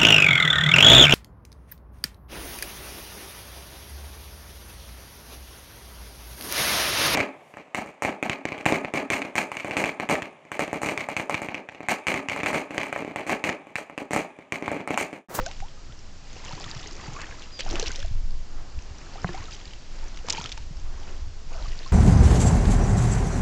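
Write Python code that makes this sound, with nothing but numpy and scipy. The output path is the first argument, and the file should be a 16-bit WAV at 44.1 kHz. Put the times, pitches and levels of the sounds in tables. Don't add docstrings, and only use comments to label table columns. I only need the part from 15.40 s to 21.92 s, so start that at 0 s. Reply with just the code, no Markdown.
import sys
import numpy as np
from scipy import signal
from scipy.fft import rfft, irfft
from scipy.io import wavfile
from scipy.ndimage import uniform_filter1d

SR = 44100
rng = np.random.default_rng(int(sys.argv[2]) if len(sys.argv) > 2 else 0)


def store_wav(level_fs):
    pcm = np.round(np.clip(np.atleast_2d(level_fs), -1, 1) * 32767)
    wavfile.write(sys.argv[1], SR, pcm.T.astype(np.int16))


N = 287532


def from_db(db):
    return 10 ** (np.asarray(db) / 20)


def unit_rms(x):
    return x / np.sqrt(np.mean(x ** 2) + 1e-20)


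def add(out, start_s, sound):
    i = int(np.clip(round(start_s * SR), 0, N - 1))
    out[i:i + len(sound)] += sound[:N - i]


def butter(x, hz, kind, order=2):
    return signal.sosfilt(signal.butter(order, hz, kind, fs=SR, output="sos"), x)


def coloured(x, spectrum):
    hz, db = np.transpose(spectrum)
    bins_hz = np.maximum(np.fft.rfftfreq(N, 1 / SR), 1)
    gain_db = np.interp(np.log(bins_hz), np.log(hz), db, left=-90, right=-90)
    return unit_rms(irfft(rfft(x) * from_db(gain_db), N))


def noise(spectrum):
    return coloured(rng.standard_normal(N), spectrum)


def flutter(depth_db):
    return from_db(depth_db * noise([(2, 0), (8, 0), (16, -15)]))


def levelled(x, span_s):
    return x / np.sqrt(uniform_filter1d(x ** 2, max(int(span_s * SR), 2)) + 1e-6)


def ping(hz, t60_s, glide_oct_per_s=0):
    t = np.arange(int(max(t60_s, .001) * 1.2 * SR)) / SR
    pitch_hz = np.minimum(hz * 2 ** (glide_oct_per_s * t), SR / 3)
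    return np.sin(2 * np.pi * np.cumsum(pitch_hz) / SR) * from_db(-60 * t / t60_s)


def fade_in(x, onset_s):
    return x * (1 - np.exp(-np.arange(len(x)) / SR / onset_s))


def blade_sweeps(calm_db=-56.5, gurgle_release_share=0.65):
    # (start [s], swell [s], hold [s], release [s], spray [dB], gurgle [dB])
    sweeps = [(-0.05, 0.027, 0.014, 0.36, -47.5, -48), (0.784, 0.36, 0.16, 0.42, -44.5, -46),
              (1.367, 0.21, 0.21, 0.71, -47.5, -46), (2.208, 0.13, 0.032, 0.42, -39.5, -40),
              (3.083, 0.093, 0.03, 0.34, -67, -51), (3.25, 0.52, 0.13, 0.62, -51.5, -49),
              (3.794, 0.044, 0.065, 1, -50.5, -51.5), (4.48, 0.057, 0.22, 0.63, -54, -52.5),
              (4.841, 0.065, 0.045, 0.33, -42, -43.5), (5.3, 0.38, 0.042, 0.21, -53.5, -49),
              (6.024, 0.21, 0.17, 0.7, -48, -51.5)]
    t = np.arange(N) / SR
    spray_power = gurgle_power = from_db(calm_db) ** 2
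    slosh = flutter(depth_db=1.0)
    for start_s, swell_s, hold_s, release_s, spray_db, gurgle_db in sweeps:
        rise = (t - start_s) / swell_s
        fall = (t - start_s - swell_s - hold_s) / release_s
        spray_env = np.clip(np.minimum(rise, 1 - fall), 0, 1)
        gurgle_env = np.clip(np.minimum(rise, 1 - fall / gurgle_release_share), 0, 1)
        spray_power = spray_power + (slosh * from_db(spray_db) * spray_env) ** 2
        gurgle_power = gurgle_power + (slosh * from_db(gurgle_db) * gurgle_env) ** 2
    return 10 * np.log10(spray_power), 10 * np.log10(gurgle_power)


def bubble_cloud(per_s, low_hz, high_hz, cycles, rise_oct, spread_db=4.0):
    out = np.zeros(N)
    for when, pitch, strength, sustain in rng.random((int(per_s * N / SR), 4)):
        hz = low_hz * (high_hz / low_hz) ** pitch
        t60_s = cycles * (.5 + sustain) / hz
        gain = from_db(spread_db * min(-np.log(1 - strength), 4)) * hz / low_hz
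        add(out, when * N / SR, gain * ping(hz, t60_s, rise_oct / t60_s))
    return unit_rms(out)


def wash(spray_db, gurgle_db):
    # (frequency [Hz], density [dB])
    spray_colour = [(900, -26), (1500, -4.5), (2000, -2.5), (2800, -1.5), (3700, -5), (4800, -2.5),
                    (6300, -6), (7300, -5.5), (8000, -14.5), (8800, -6)]
    # (frequency [Hz], density [dB])
    gurgle_colour = [(200, 6), (330, 5), (500, 0.5), (800, 2), (1300, -0.5), (2000, -7.5), (3000, -27)]
    fizz = bubble_cloud(per_s=600, low_hz=1700, high_hz=7800, cycles=26, rise_oct=.2)
    fizz = coloured(fizz, spray_colour)
    gurgle = bubble_cloud(per_s=320, low_hz=297, high_hz=2184, cycles=39, rise_oct=0.36)
    gurgle = levelled(coloured(gurgle, gurgle_colour), span_s=0.065)
    bubble_share = np.clip((spray_db + 56) / 16, .03, .65)
    high = np.sqrt(bubble_share) * fizz + np.sqrt(1 - bubble_share) * noise(spray_colour)
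    low = np.sqrt(bubble_share) * gurgle + np.sqrt(1 - bubble_share) * noise(gurgle_colour)
    return from_db(spray_db) * high + from_db(gurgle_db) * low


def gushes(per_s=600, spread_oct=0.854, cycles=37, spread_db=5.5, rise_oct=0.34):
    # (time [s], length [s], rms [dB], centre pitch [Hz])
    clusters = [(1.784, 0.061, -42.5, 1600), (2.189, 0.021, -34, 4450), (2.211, 0.024, -42, 3000),
                (2.299, 0.057, -40, 502), (2.349, 0.056, -42, 1040), (2.461, 0.02, -34.5, 3670),
                (3.869, .02, -44, 2980), (3.921, 0.12, -49, 1900), (4.107, 0.048, -44, 4500),
                (4.9, 0.054, -47.5, 770), (4.967, 0.023, -36.5, 3980), (6.106, 0.12, -47, 837)]
    out = np.zeros(N)
    for start_s, length_s, rms_db, centre_hz in clusters:
        cluster = np.zeros(int((length_s + .1) * SR))
        count = int(per_s * length_s) + 3
        for k, (pitch, strength, delay) in enumerate(rng.uniform(-1, 1, (count, 3))):
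            hz = min(centre_hz * 2 ** (spread_oct * pitch), 7500)
            t60_s = cycles / hz
            tone = from_db(spread_db * strength) * ping(hz, t60_s, rise_oct / t60_s)
            i = int(length_s * (k + 1 + delay) / (count + 1) * SR)
            cluster[i:i + len(tone)] += tone[:len(cluster) - i]
        rms = np.sqrt(np.sum(cluster ** 2) / (length_s * SR))
        add(out, start_s, from_db(rms_db) * cluster / rms)
    return out


def stray_drops(spray_db, per_s=12, level_db=-36, spread_db=2.5, low_hz=2380, high_hz=6400, t60_s=0.015):
    when, chance, weight, pitch = rng.random((1500, 4)).T
    stir_db = spray_db[(when * N).astype(int)] + 47
    falls = chance < per_s * from_db(stir_db) * N / SR / len(when)
    drop_db = level_db + 0.49 * stir_db + spread_db * (2 * weight - 1)
    hz = low_hz * (high_hz / low_hz) ** pitch
    return list(np.transpose([when * N / SR, drop_db, hz, np.full_like(hz, t60_s)])[falls])


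def drops(spray_db, spatter_gain=.12, spatter_t60_s=0.028):
    # (time [s], level [dB], ring [Hz], ring t60 [s])
    heavy_drops = [(0.0625, -22, 6400, 0.0073), (0.1134, -29, 2900, 0.0049), (0.2033, -28.5, 2100, 0.0027),
                   (1.0815, -31, 2700, 0.025), (1.2418, -30.5, 3400, 0.018), (1.3133, -26.5, 4730, .009),
                   (1.4303, -34.5, 3600, 0.013), (1.8162, -23.5, 2450, 0.0028), (2.0218, -31, 3350, .008),
                   (2.1942, -27, 2120, .014), (2.2062, -18, 2970, 0.0064), (2.2905, -31, 5200, .012),
                   (2.3105, -23.5, 5540, 0.0033), (2.356, -20.5, 2830, 0.015), (2.397, -17, 5980, 0.011),
                   (2.4269, -22, 4200, 0.005), (2.4603, -24.5, 2800, .01), (2.468, -23, 4400, .005),
                   (2.4816, -22.5, 5500, 0.0092), (2.5171, -26, 6300, 0.0065), (2.5589, -24, 5830, 0.0049),
                   (2.6015, -30, 6160, .002), (2.629, -30.5, 1580, 0.017), (3.9486, -28, 2020, 0.007),
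                   (4.2551, -33, 4640, 0.011), (4.3348, -33.5, 2970, 0.013), (4.7735, -29.5, 2900, 0.0032),
                   (4.8858, -15.5, 1030, 0.0033), (4.8987, -15.5, 6860, 0.015),
                   (4.9034, -11.5, 5200, 0.0078), (4.9256, -18, 6400, .009), (4.933, -23, 5520, .003),
                   (5.0132, -24.5, 965, 0.0088), (5.0414, -24.5, 3530, .011), (5.059, -25, 3010, 0.021),
                   (5.0932, -26.5, 2380, 0.0014), (5.1185, -25.5, 3420, 0.011), (5.124, -25, 4440, .007),
                   (5.1765, -25, 1610, 0.0033)]
    falling = list(heavy_drops) + stray_drops(spray_db)
    out, t = np.zeros(N), np.arange(SR // 100) / SR
    scatter = rng.standard_normal(N + len(t))
    for start_s, level_db, hz, t60_s in falling:
        spatter = scatter[int(start_s * SR):][:len(t)] * from_db(-60 * t / spatter_t60_s)
        impact = (t == 0) + spatter_gain * spatter
        crack = butter(impact, [np.clip(0.46 * hz, 500, 4000), 6800], "band")
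        softness_db = np.clip(0.32 * (level_db + 26.5), -7, 0)
        add(out, start_s, from_db(level_db + 0.5 + softness_db) * crack / np.abs(crack).max())
        add(out, start_s, from_db(level_db - 0.5) * ping(hz, t60_s, glide_oct_per_s=33))
    return out


def plinks(onset_s=0.0016):
    # (time [s], level [dB], pitch [Hz], glide [oct/s], t60 [s])
    bubbles = [(0.000, -31.5, 501, 2, 0.25), (0.063, -22.5, 1520, 2, 0.024), (0.063, -27.5, 611, 16, 0.11),
               (0.223, -32, 733, 11, 0.12), (0.374, -47.5, 1240, 0.5, 0.085), (0.497, -51, 1290, 8, .17),
               (1.109, -30, 884, 15.5, 0.05), (1.177, -34.5, 1005, -3.5, 0.054),
               (1.676, -32, 877, -10, 0.037), (1.763, -29.5, 1080, 11, 0.08),
               (1.799, -32.5, 1060, 8, 0.052), (1.923, -28.5, 1610, 14, 0.022),
               (2.192, -31, 526, 1.5, 0.052), (2.263, -20.5, 765, 1, 0.019), (2.338, -23, 326, 9.5, 0.064),
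               (2.396, -15.5, 400, 7, 0.016), (2.426, -18, 487, -16, 0.039), (2.504, -27.5, 1510, 6, 0.033),
               (2.583, -37.5, 529, 4.5, 0.13), (2.646, -30.5, 677, -3.5, 0.041),
               (3.756, -26.5, 706, 24, 0.03), (3.778, -40, 1130, 22.5, .1), (3.89, -30.5, 1700, 2.5, .04),
               (3.891, -30.5, 351, -0.5, 0.13), (3.944, -26, 753, 3, 0.056), (3.974, -32, 920, 12, 0.048),
               (4.02, -37, 1040, 7.5, 0.056), (4.081, -36.5, 1310, -2, .06), (4.846, -25.5, 490, -8, 0.022),
               (4.883, -25, 990, 0, 0.028), (4.981, -22.5, 853, 13, 0.048), (5.050, -29, 1280, 4.5, 0.038),
               (5.176, -35.5, 857, 8, 0.051), (6.148, -37, 708, -10, 0.11), (6.255, -34.5, 1205, -9, 0.052),
               (6.461, -32, 1070, 0, 0.049)]
    out = np.zeros(N)
    for start_s, level_db, hz, glide_oct_per_s, t60_s in bubbles:
        add(out, start_s, from_db(level_db) * fade_in(ping(hz, t60_s, glide_oct_per_s), onset_s))
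    return out


def oar_knock():
    # (time [s], level [dB])
    contacts = [(3.8443, -15), (3.8481, -33), (3.8901, -26.5)]
    # (frequency [Hz], gain [dB], t60 [s])
    modes = [(178, -2.5, 0.082), (106, 2.5, 0.026), (400, -10, 0.025), (717, -6, 0.029),
             (1060, -3.5, 0.013), (1550, -1.5, 0.0082), (2100, -9.5, 0.0081)]
    out = np.zeros(N)
    for start_s, level_db in contacts:
        for k, (hz, gain_db, t60_s) in enumerate(modes):
            add(out, start_s, (-1) ** (k + 1) * from_db(level_db + gain_db) * ping(hz, t60_s))
    return out


def wavelet_bumps(cycles=6.7, onset_s=0.0035):
    # (time [s], level [dB], frequency [Hz])
    wavelets = [(0.203, -33, 85), (0.494, -30, 121), (1.132, -24.5, 143), (1.264, -31, 115),
                (1.362, -23, 122), (1.682, -21, 130), (1.726, -26.5, 135), (2.621, -25.5, 75.6),
                (2.71, -19.5, 104), (2.754, -22, 79), (3.508, -25, 75), (3.999, -27, 88.5),
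                (4.991, -24, 162), (5.046, -29.5, 115), (5.308, -23, 146), (6.278, -27.5, 90.5)]
    out = np.zeros(N)
    for start_s, level_db, hz in wavelets:
        add(out, start_s, from_db(level_db + 1) * fade_in(ping(hz, cycles / hz), onset_s))
    return out


def lapping(gurgle_db, wind_gain, calm_db=-52.5):
    # (frequency [Hz], density [dB])
    colour = [(40, -10), (65, 3.5), (100, -3), (165, -7.5), (220, -16), (300, -28)]
    power = from_db(calm_db) ** 2 + from_db(gurgle_db - 2.5) ** 2 + (wind_gain * from_db(-27)) ** 2
    return np.sqrt(power) * levelled(noise(colour), span_s=0.18)


def wind_strength(breeze_db=-38.5):
    # (centre [s], length [s], level [dB])
    gusts = [(0.032, 0.039, -22.5), (0.226, 0.064, -29), (2.345, 0.13, -23.5), (2.477, 0.041, -28),
             (2.815, 0.3, -20.5), (3.19, 0.061, -24.5), (3.369, 0.032, -21), (3.97, 0.12, -34.5),
             (4.62, 0.21, -30.5), (4.774, 0.1, -32), (5.227, 0.13, -32.5), (5.466, 0.14, -26.5),
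             (5.768, 0.33, -29.5), (6.25, 0.27, -26)]
    t = np.arange(N) / SR
    gust_power = sum(from_db(level_db) ** 2 * np.exp(-np.pi * ((t - centre_s) / length_s) ** 2)
                     for centre_s, length_s, level_db in gusts)
    return np.sqrt(from_db(breeze_db) ** 2 + gust_power) * flutter(depth_db=1.5)


def wind_rumble(wind_gain):
    # (frequency [Hz], density [dB])
    colour = [(12, 6.5), (20, 6), (28, -12), (45, -12), (65, -18), (95, -28), (200, -58)]
    return wind_gain * levelled(noise(colour), span_s=.09)


def whistles(fall_oct_per_s=1.0, waver_hz=20, waver_db=2):
    # (time [s], length [s], level [dB], start pitch [Hz])
    notes = [(1.613, 0.066, -49.5, 4800), (2.118, 0.11, -42.5, 4960)]
    out = np.zeros(N)
    jitter = noise([(20, 0), (150, 0), (400, -20)])
    for start_s, length_s, level_db, start_hz in notes:
        t = np.arange(int(length_s * SR)) / SR
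        waver = jitter[int(start_s * SR):][:len(t)]
        hz = start_hz * 2 ** (-fall_oct_per_s * t) + waver_hz * waver
        envelope = from_db(level_db + waver_db * waver) * np.sqrt(np.sin(np.pi * t / length_s))
        add(out, start_s, envelope * np.sin(2 * np.pi * np.cumsum(hz) / SR))
    return out


def hiss(rms_db=-56):
    # (frequency [Hz], density [dB])
    colour = [(100, -4.5), (300, 0), (700, -6), (2000, -27.5), (4500, -9), (7200, -12.5), (8200, -12.5)]
    return from_db(rms_db) * noise(colour)


def scene():
    spray_db, gurgle_db = blade_sweeps()
    water = drops(spray_db) + plinks() + wash(spray_db, gurgle_db) + gushes()
    boat = oar_knock() + wavelet_bumps()
    wind_gain = wind_strength()
    rumble = wind_rumble(wind_gain) + lapping(gurgle_db, wind_gain)
    return (water + boat + rumble + whistles() + hiss())[None]


def record(dry, rolloff_hz=7410, cutoff_hz=8800):
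    soft = butter(dry, rolloff_hz, "low", order=10)
    return signal.sosfilt(signal.ellip(10, .3, 80, cutoff_hz, fs=SR, output="sos"), soft)


dry = scene()
out = record(dry)
store_wav(out)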